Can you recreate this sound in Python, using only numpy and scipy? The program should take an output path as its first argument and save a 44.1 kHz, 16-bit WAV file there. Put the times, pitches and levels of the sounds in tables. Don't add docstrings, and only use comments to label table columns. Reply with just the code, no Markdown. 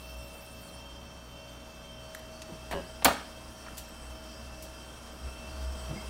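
import sys
import numpy as np
from scipy import signal
from scipy.fft import rfft, irfft
from scipy.io import wavfile

SR = 44100
rng = np.random.default_rng(int(sys.argv[2]) if len(sys.argv) > 2 else 0)


def to_wav(s):
    ch = np.atleast_2d(s).T
    pcm = np.round(np.clip(ch, -1, 1) * 32767)
    wavfile.write(sys.argv[1], SR, pcm.astype(np.int16))


N = 268569
T = np.arange(N) / SR
RING_T = T[:SR // 2]
MESH_HZ, TWIN_MESH_HZ = 448.3, 445.7


def undb(db):
    return 10 ** (np.asarray(db) / 20)


def unit(x):
    return x / np.sqrt(np.mean(x ** 2))


def unit_attack(x):
    return x / np.sqrt(np.mean(x[:SR // 100] ** 2))


def swell(at_s, width_s):
    return np.exp(-2 * ((T - at_s) / width_s) ** 2)


def fade(t60_s):
    return np.exp(-np.log(1000) * RING_T / t60_s)


def walk(rate_hz):
    size = 4096
    hz = np.arange(size // 2 + 1) * SR / N
    coarse = irfft(rfft(rng.standard_normal(size)) * np.exp(-(hz / rate_hz) ** 2), size)
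    return np.interp(T, np.linspace(0, T[-1], size), unit(coarse))


def noise(spectrum, peaks=(), size=N):
    hz = np.arange(size // 2 + 1) * SR / size + 1
    knots_hz, knots_db = np.transpose(spectrum)
    shape_db = np.interp(np.log(hz), np.log(knots_hz), knots_db)
    for centre_hz, width_hz, peak_db in peaks:
        shape_db += peak_db / (1 + (2 * (hz - centre_hz) / width_hz) ** 2)
    return unit(irfft(rfft(rng.standard_normal(size)) * undb(shape_db), size))


def band(x, low_hz, high_hz):
    return signal.sosfilt(signal.butter(2, [low_hz, high_hz], "band", fs=SR, output="sos"), x)


def modes(rows):
    ring = 0
    for hz, db, t60_s in rows:
        ring += rng.choice([-1, 1]) * undb(db) * fade(t60_s) * np.sin(2 * np.pi * hz * RING_T)
    return unit_attack(ring)


def add(out, at_s, x):
    start = int(at_s * SR)
    out[start:start + len(x)] += x[:N - start]


def tone(hz, scatter):
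    phase = 2 * np.pi * np.cumsum(hz) / SR
    return unit((1 + scatter * walk(5.1)) * np.cos(phase) + scatter * walk(5.8) * np.sin(phase))


def reflected_tone(hz):
    phase = 2 * np.pi * np.cumsum(hz) / SR
    return unit(walk(7) * np.cos(phase) + walk(7) * np.sin(phase))


# t/s, position (0 toner bay, 1 output tray)
LISTENER_PATH = [(1.8, 0), (2.7, 1), (3.8, 1)]

def heard(bay_db, tray_db, lean_db=0):
    lean_start_s, lean_takes_s = 5.04, 0.75
    position = np.interp(T, *np.transpose(LISTENER_PATH))
    lean = np.clip((T - lean_start_s) / lean_takes_s, 0, 1)
    return undb(bay_db + (tray_db - bay_db) * position + lean_db * lean)


# f/Hz, density/dB
RUSH_SPECTRUM = [(15, -40), (26, 5), (100, -2.5), (200, 0), (380, -5.5), (600, -3.5), (850, -6),
                 (1300, -6.5), (1800, -14), (2500, -19), (4000, -26.5), (8000, -51)]

def fan_rush():
    return noise(RUSH_SPECTRUM) * heard(-52, -50.5, lean_db=3.5) * undb(0.45 * walk(10.4))


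# f/Hz, density/dB
ROLLER_SPECTRUM = [(1500, -0.5), (3000, 7), (4200, 4.5), (6000, 4.5), (7500, 1.5), (9300, 0), (12000, -5.5),
                   (15700, -5.5)]
# f/Hz, width/Hz, gain/dB
ROLLER_RESONANCES = [(3193, 91, 14.7), (5600, 195, 12), (8480, 300, 9.9)]

def roller_hiss():
    hz = np.arange(N // 2 + 1) * SR / N
    comb_db = 0.7 * np.cos(2 * np.pi * hz / MESH_HZ)
    rub = noise(ROLLER_SPECTRUM, ROLLER_RESONANCES)
    hiss = unit(irfft(rfft(rub) * undb(comb_db), N))
    return hiss * heard(-59, -55.5, lean_db=3) * undb(0.98 * walk(27))


# t/s, depth/dB, width/s
BLADE_NODES = [(1.05, 8.5, 1.23), (3.55, 5.5, 0.68), (5, 10, 0.24)]

def fan_blades():
    pitch_hz = 636.3 * (1 + 0.0043 * walk(17.2))
    dip_db = sum(db * swell(at_s, width_s) for at_s, db, width_s in BLADE_NODES)
    return tone(pitch_hz, scatter=0.15) * heard(-52, -53.5, lean_db=1.5) * undb(-dip_db)


# t/s, gain/dB, width/s
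LOW_SWELLS_AND_THUMPS = [(0.167, 10, 0.096), (2.806, 8, 0.3), (3.08, 12.5, 0.056), (4.08, 6, 0.22),
                         (4.502, 9.5, 0.16), (5.256, 14.5, 0.049), (5.61, 6, .2)]

def cabinet_drone():
    pitch_hz = 63.3 + 2.59 * walk(14.8)
    boost_db = sum(db * swell(at_s, width_s) for at_s, db, width_s in LOW_SWELLS_AND_THUMPS)
    drone = tone(pitch_hz, scatter=0.16) * heard(-52.5, -53.5, lean_db=11.5)
    return drone * undb(boost_db + 1.6 * walk(8.6))


# f/Hz, bay level/dB, tray level/dB
HUM_LINES = [(122.8, -60, -60), (171.5, -62.5, -75), (232.7, -63, -60), (282, -65, -76), (313.3, -69, -63),
             (566, -60, -67), (760, -72, -69.5), (920, -68, -68), (1288, -71, -98), (1386, -111, -66),
             (1545, -72, -67.5), (1760, -86, -72), (2240, -74, -78)]

def hums():
    return sum(heard(bay_db, tray_db) * tone(hz * (1 + 0.00218 * walk(11.3)), scatter=0.36)
               for hz, bay_db, tray_db in HUM_LINES)


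# t/s, f/Hz, gain/dB, width/s
ANTINODES = [(0.217, 2680, 7, 0.16), (0.96, 3130, 4.5, 0.17), (1.92, 3130, 8, 0.17),
             (2.358, 4483, 12.5, 0.085), (4.104, 2680, 3.5, 0.14), (4.846, 3130, 8.5, .13),
             (5.47, 2680, 5.5, 0.15), (5.476, 4931, 9, .08), (5.85, 8070, 5, 0.15), (6.002, 4931, 4, .08)]

def flare(line_hz, reach_hz=180):
    return undb(sum(db * swell(at_s, width_s) for at_s, hz, db, width_s in ANTINODES
                    if abs(line_hz - hz) < reach_hz))


# f/Hz, relative bay level/dB, relative tray level/dB
MOTOR_LINES = [(2639, -63, -62), (2663, -64.5, -58.5), (2722, -63, -64.5), (3089, -62, -60.5),
               (3166, -63.5, -71), (3146, -65, -65), (3520, -71, -71.5), (3580, -70.5, -85)]

def motor_whine():
    whine = 0
    for hz, bay_db, tray_db in MOTOR_LINES:
        line = tone(hz * (1 + 0.00161 * walk(35.6)), scatter=0.6)
        waver_db = 1.3 * walk(2.5)
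        whine += heard(bay_db, tray_db) * flare(hz) * unit(line * undb(waver_db))
    return whine * heard(-2, -5, lean_db=3)


# harmonic, relative level/dB
MESH_OVERTONES = [(9, -76.5), (10, -67), (11, -64.5), (12, -65.5), (13, -67.5), (14, -73), (15, -77),
                  (16, -79), (17, -94), (18, -66), (19, -81), (20, -87), (21, -71), (22, -97), (23, -73),
                  (24, -78), (26, -81), (34, -83)]
# harmonic, drop at the bay/dB
TRAY_SIDE_OVERTONES = [(11, 6.5), (18, 13), (21, 15), (23, 21)]

def gear_trains():
    harmonics, levels_db = np.transpose(MESH_OVERTONES)
    bay_drop_db = dict(TRAY_SIDE_OVERTONES)
    gears = 0
    for mesh_hz, train_db in [(MESH_HZ, 0), (TWIN_MESH_HZ, -8)]:
        speed = 1 + 0.0007 * walk(5) + 0.0006 * walk(40)
        for k in range(9, 35):
            gain = undb(np.interp(k, harmonics, levels_db) + train_db)
            place_gain = heard(-bay_drop_db.get(k, 0), 0) * flare(k * mesh_hz)
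            gears += gain * place_gain * reflected_tone(k * mesh_hz * speed)
    return gears * heard(-1.4, -1, lean_db=2)


# f/Hz, density/dB
FINGER_SPECTRUM = [(2000, -24), (4000, -0.5), (7000, 3), (9200, 5), (11000, 1), (14500, 2), (16000, -8)]

def hand_slide():
    lift_s, release_s, level_db = 0.68, 0.23, -58.5
    rub = noise(FINGER_SPECTRUM)
    scrapes = 0
    for low_hz, high_hz in [(2000, 7000), (7000, 11000), (11000, 16500)]:
        scrapes += band(rub, low_hz, high_hz) * undb(2.2 * walk(18))
    contact = np.clip(1 - (T - lift_s) / release_s, 0, 1)
    return unit(scrapes) * contact * undb(level_db + 1.2 * walk(290))


# t/s, level/dB, f/Hz, width/s
SQUEAKS = [(0.347, -59, 9150, 0.032), (0.522, -58, 9500, 0.018), (0.693, -53.5, 4210, 0.014),
           (.75, -54, 9600, 0.012), (2.146, -63, 12800, .005), (2.184, -61, 12500, .015),
           (2.74, -63, 11700, .03), (3.831, -67, 12700, .04), (3.892, -61, 12700, 0.014),
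           (5.984, -50.5, 2130, 0.035)]

def squeaks():
    out = np.zeros(N)
    for at_s, db, hz, width_s in SQUEAKS:
        squeak = unit(band(rng.standard_normal(N), hz * 0.975, hz * 1.025))
        out += undb(db) * squeak * swell(at_s, width_s)
    return out


# t/s, level/dB, low f/Hz, high f/Hz, t60/s
SNAPS = [(2.1484, -43, 1280, 1950, 0.024), (2.148, -45.5, 2700, 12300, 0.021),
         (2.194, -57, 2520, 13000, 0.025), (2.419, -44.5, 895, 7550, 0.046),
         (2.711, -46.5, 6000, 13000, 0.12), (3.0473, -19, 882, 17370, 0.044),
         (3.663, -46.5, 790, 1670, 0.061), (3.683, -47.5, 1300, 1810, 0.02),
         (3.771, -48, 2250, 15100, 0.08), (3.779, -40.5, 2350, 14500, 0.11),
         (4.624, -47, 3500, 15000, 0.15)]

def clicks():
    out = np.zeros(N)
    for at_s, db, low_hz, high_hz, t60_s in SNAPS:
        snap = band(rng.standard_normal(len(RING_T)) * fade(t60_s), low_hz, high_hz)
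        add(out, at_s, undb(db) * unit_attack(snap))
    return out


# t/s, level/dB, f/Hz
CASING_BUMPS = [(2.49, -44, 353), (2.521, -42, 169), (2.745, -43, 287), (3.056, -29, 251),
                (5.894, -39, 168), (5.91, -35.5, 148), (5.929, -42, 331), (5.961, -37.5, 203)]

def casing_bumps():
    out = np.zeros(N)
    for at_s, db, hz in CASING_BUMPS:
        thud = band(rng.standard_normal(len(RING_T)), 100, 790) * fade(0.16)
        bump = modes([(hz, 0, 0.09)]) + 0.39 * unit_attack(thud)
        add(out, at_s, undb(db) * bump)
    return out


# f/Hz, level/dB, t60/s
PANEL_MODES = [(84, -8, 0.24), (174, -9, 0.4), (237, -6, 0.15), (270, 3, 0.091), (338, -6, 0.1),
               (576, 1.5, 0.31), (690, 2, 0.11), (787, 14, 0.034), (964, -4, 0.067), (1240, -3, 0.085),
               (1530, -14, 0.077), (1818, 4, 0.1), (2080, -12, 0.049)]
# f/Hz, density/dB
PANEL_SPECTRUM = [(50, -20), (240, 2.5), (450, -2), (720, 3.5), (1500, -2.5), (2500, -6.5), (4500, -7.5),
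                  (7000, -25), (15000, -15)]
# t/s, level/dB, cutoff f/Hz
DOOR_BLOWS = [(2.712, -36.5, 7070), (2.72, -37, 3600), (2.727, -36, 3600), (2.733, -35.5, 2580),
              (2.794, -48, 390), (3.0222, -38, 5500), (3.048, -38, 6000), (3.0543, -16, 14000),
              (3.061, -25, 9000), (3.069, -36, 1960), (3.081, -22.5, 2500), (3.106, -27.5, 1480)]

def door_blows():
    out = np.zeros(N)
    for at_s, db, cutoff_hz in DOOR_BLOWS:
        dense_ring = noise(PANEL_SPECTRUM, size=len(RING_T)) * fade(0.077)
        ring = unit_attack(dense_ring) + undb(-6.5) * modes(PANEL_MODES)
        add(out, at_s, undb(db) * unit_attack(band(ring, 62, cutoff_hz)))
    return out


# t/s, level/dB
JUDDER_ENVELOPE = [(2.7395, -35), (2.752, -33), (2.775, -36), (2.8, -40), (2.825, -52)]
# f/Hz, level/dB, t60/s
SLIP_MODES = [(96, -11, 0.022), (188, 5, 0.017), (290, 0, 0.018), (408, 0, 0.058), (550, 1.5, 0.062),
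              (1060, -2.5, 0.022), (1660, -7.5, 0.043), (2920, -5, 0.016)]

def hinge_judder():
    slip_hz, jitter_s = 88.5, 0.00028
    times_s, levels_db = np.transpose(JUDDER_ENVELOPE)
    ring = modes(SLIP_MODES)
    out = np.zeros(N)
    for at_s in np.arange(times_s[0], times_s[-1], 1 / slip_hz):
        gain = undb(np.interp(at_s, times_s, levels_db))
        add(out, at_s + jitter_s * rng.standard_normal(), gain * ring)
    return out


# f/Hz, level/dB, t60/s
SPRING_MODES = [(1010, -6, .02), (7260, 0, .018), (9860, -4, .012), (14300, -3, .012)]

def latch_spring(at_s=3.046, level_db=-24):
    out = np.zeros(N)
    add(out, at_s, undb(level_db) * modes(SPRING_MODES))
    return out


# f/Hz, t60/s
ROOM_DECAY = [(100, 0.53), (500, 0.34), (2000, 0.57), (5000, 0.43), (14000, 0.18)]

def room(x, wet_db, build_s):
    knots_hz, knots_t60_s = np.transpose(ROOM_DECAY)
    tail = 0
    for hz in 50 * 2 ** np.arange(9):
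        octave = band(rng.standard_normal(len(RING_T)), hz / np.sqrt(2), hz * np.sqrt(2))
        tail += octave * fade(np.interp(np.log(hz), np.log(knots_hz), knots_t60_s))
    tail *= 1 - np.exp(-(RING_T / build_s) ** 2)
    tail /= np.sqrt(np.sum(tail ** 2))
    return x + undb(wet_db) * signal.fftconvolve(x, tail)[:N]


def scene():
    knocks = room(door_blows() + casing_bumps() + hinge_judder(), wet_db=-13.5, build_s=0.0096)
    ticks = room(clicks() + squeaks(), wet_db=-11.5, build_s=0.018)
    machine = fan_rush() + roller_hiss() + fan_blades() + cabinet_drone() + hums()
    drives = motor_whine() + gear_trains()
    return (machine + drives + hand_slide() + ticks + knocks + latch_spring())[None]


def record(dry):
    cutoff_hz = 15800
    return signal.sosfilt(signal.ellip(10, 0.2, 80, cutoff_hz, fs=SR, output="sos"), dry)


dry = scene()
out = record(dry)
to_wav(out)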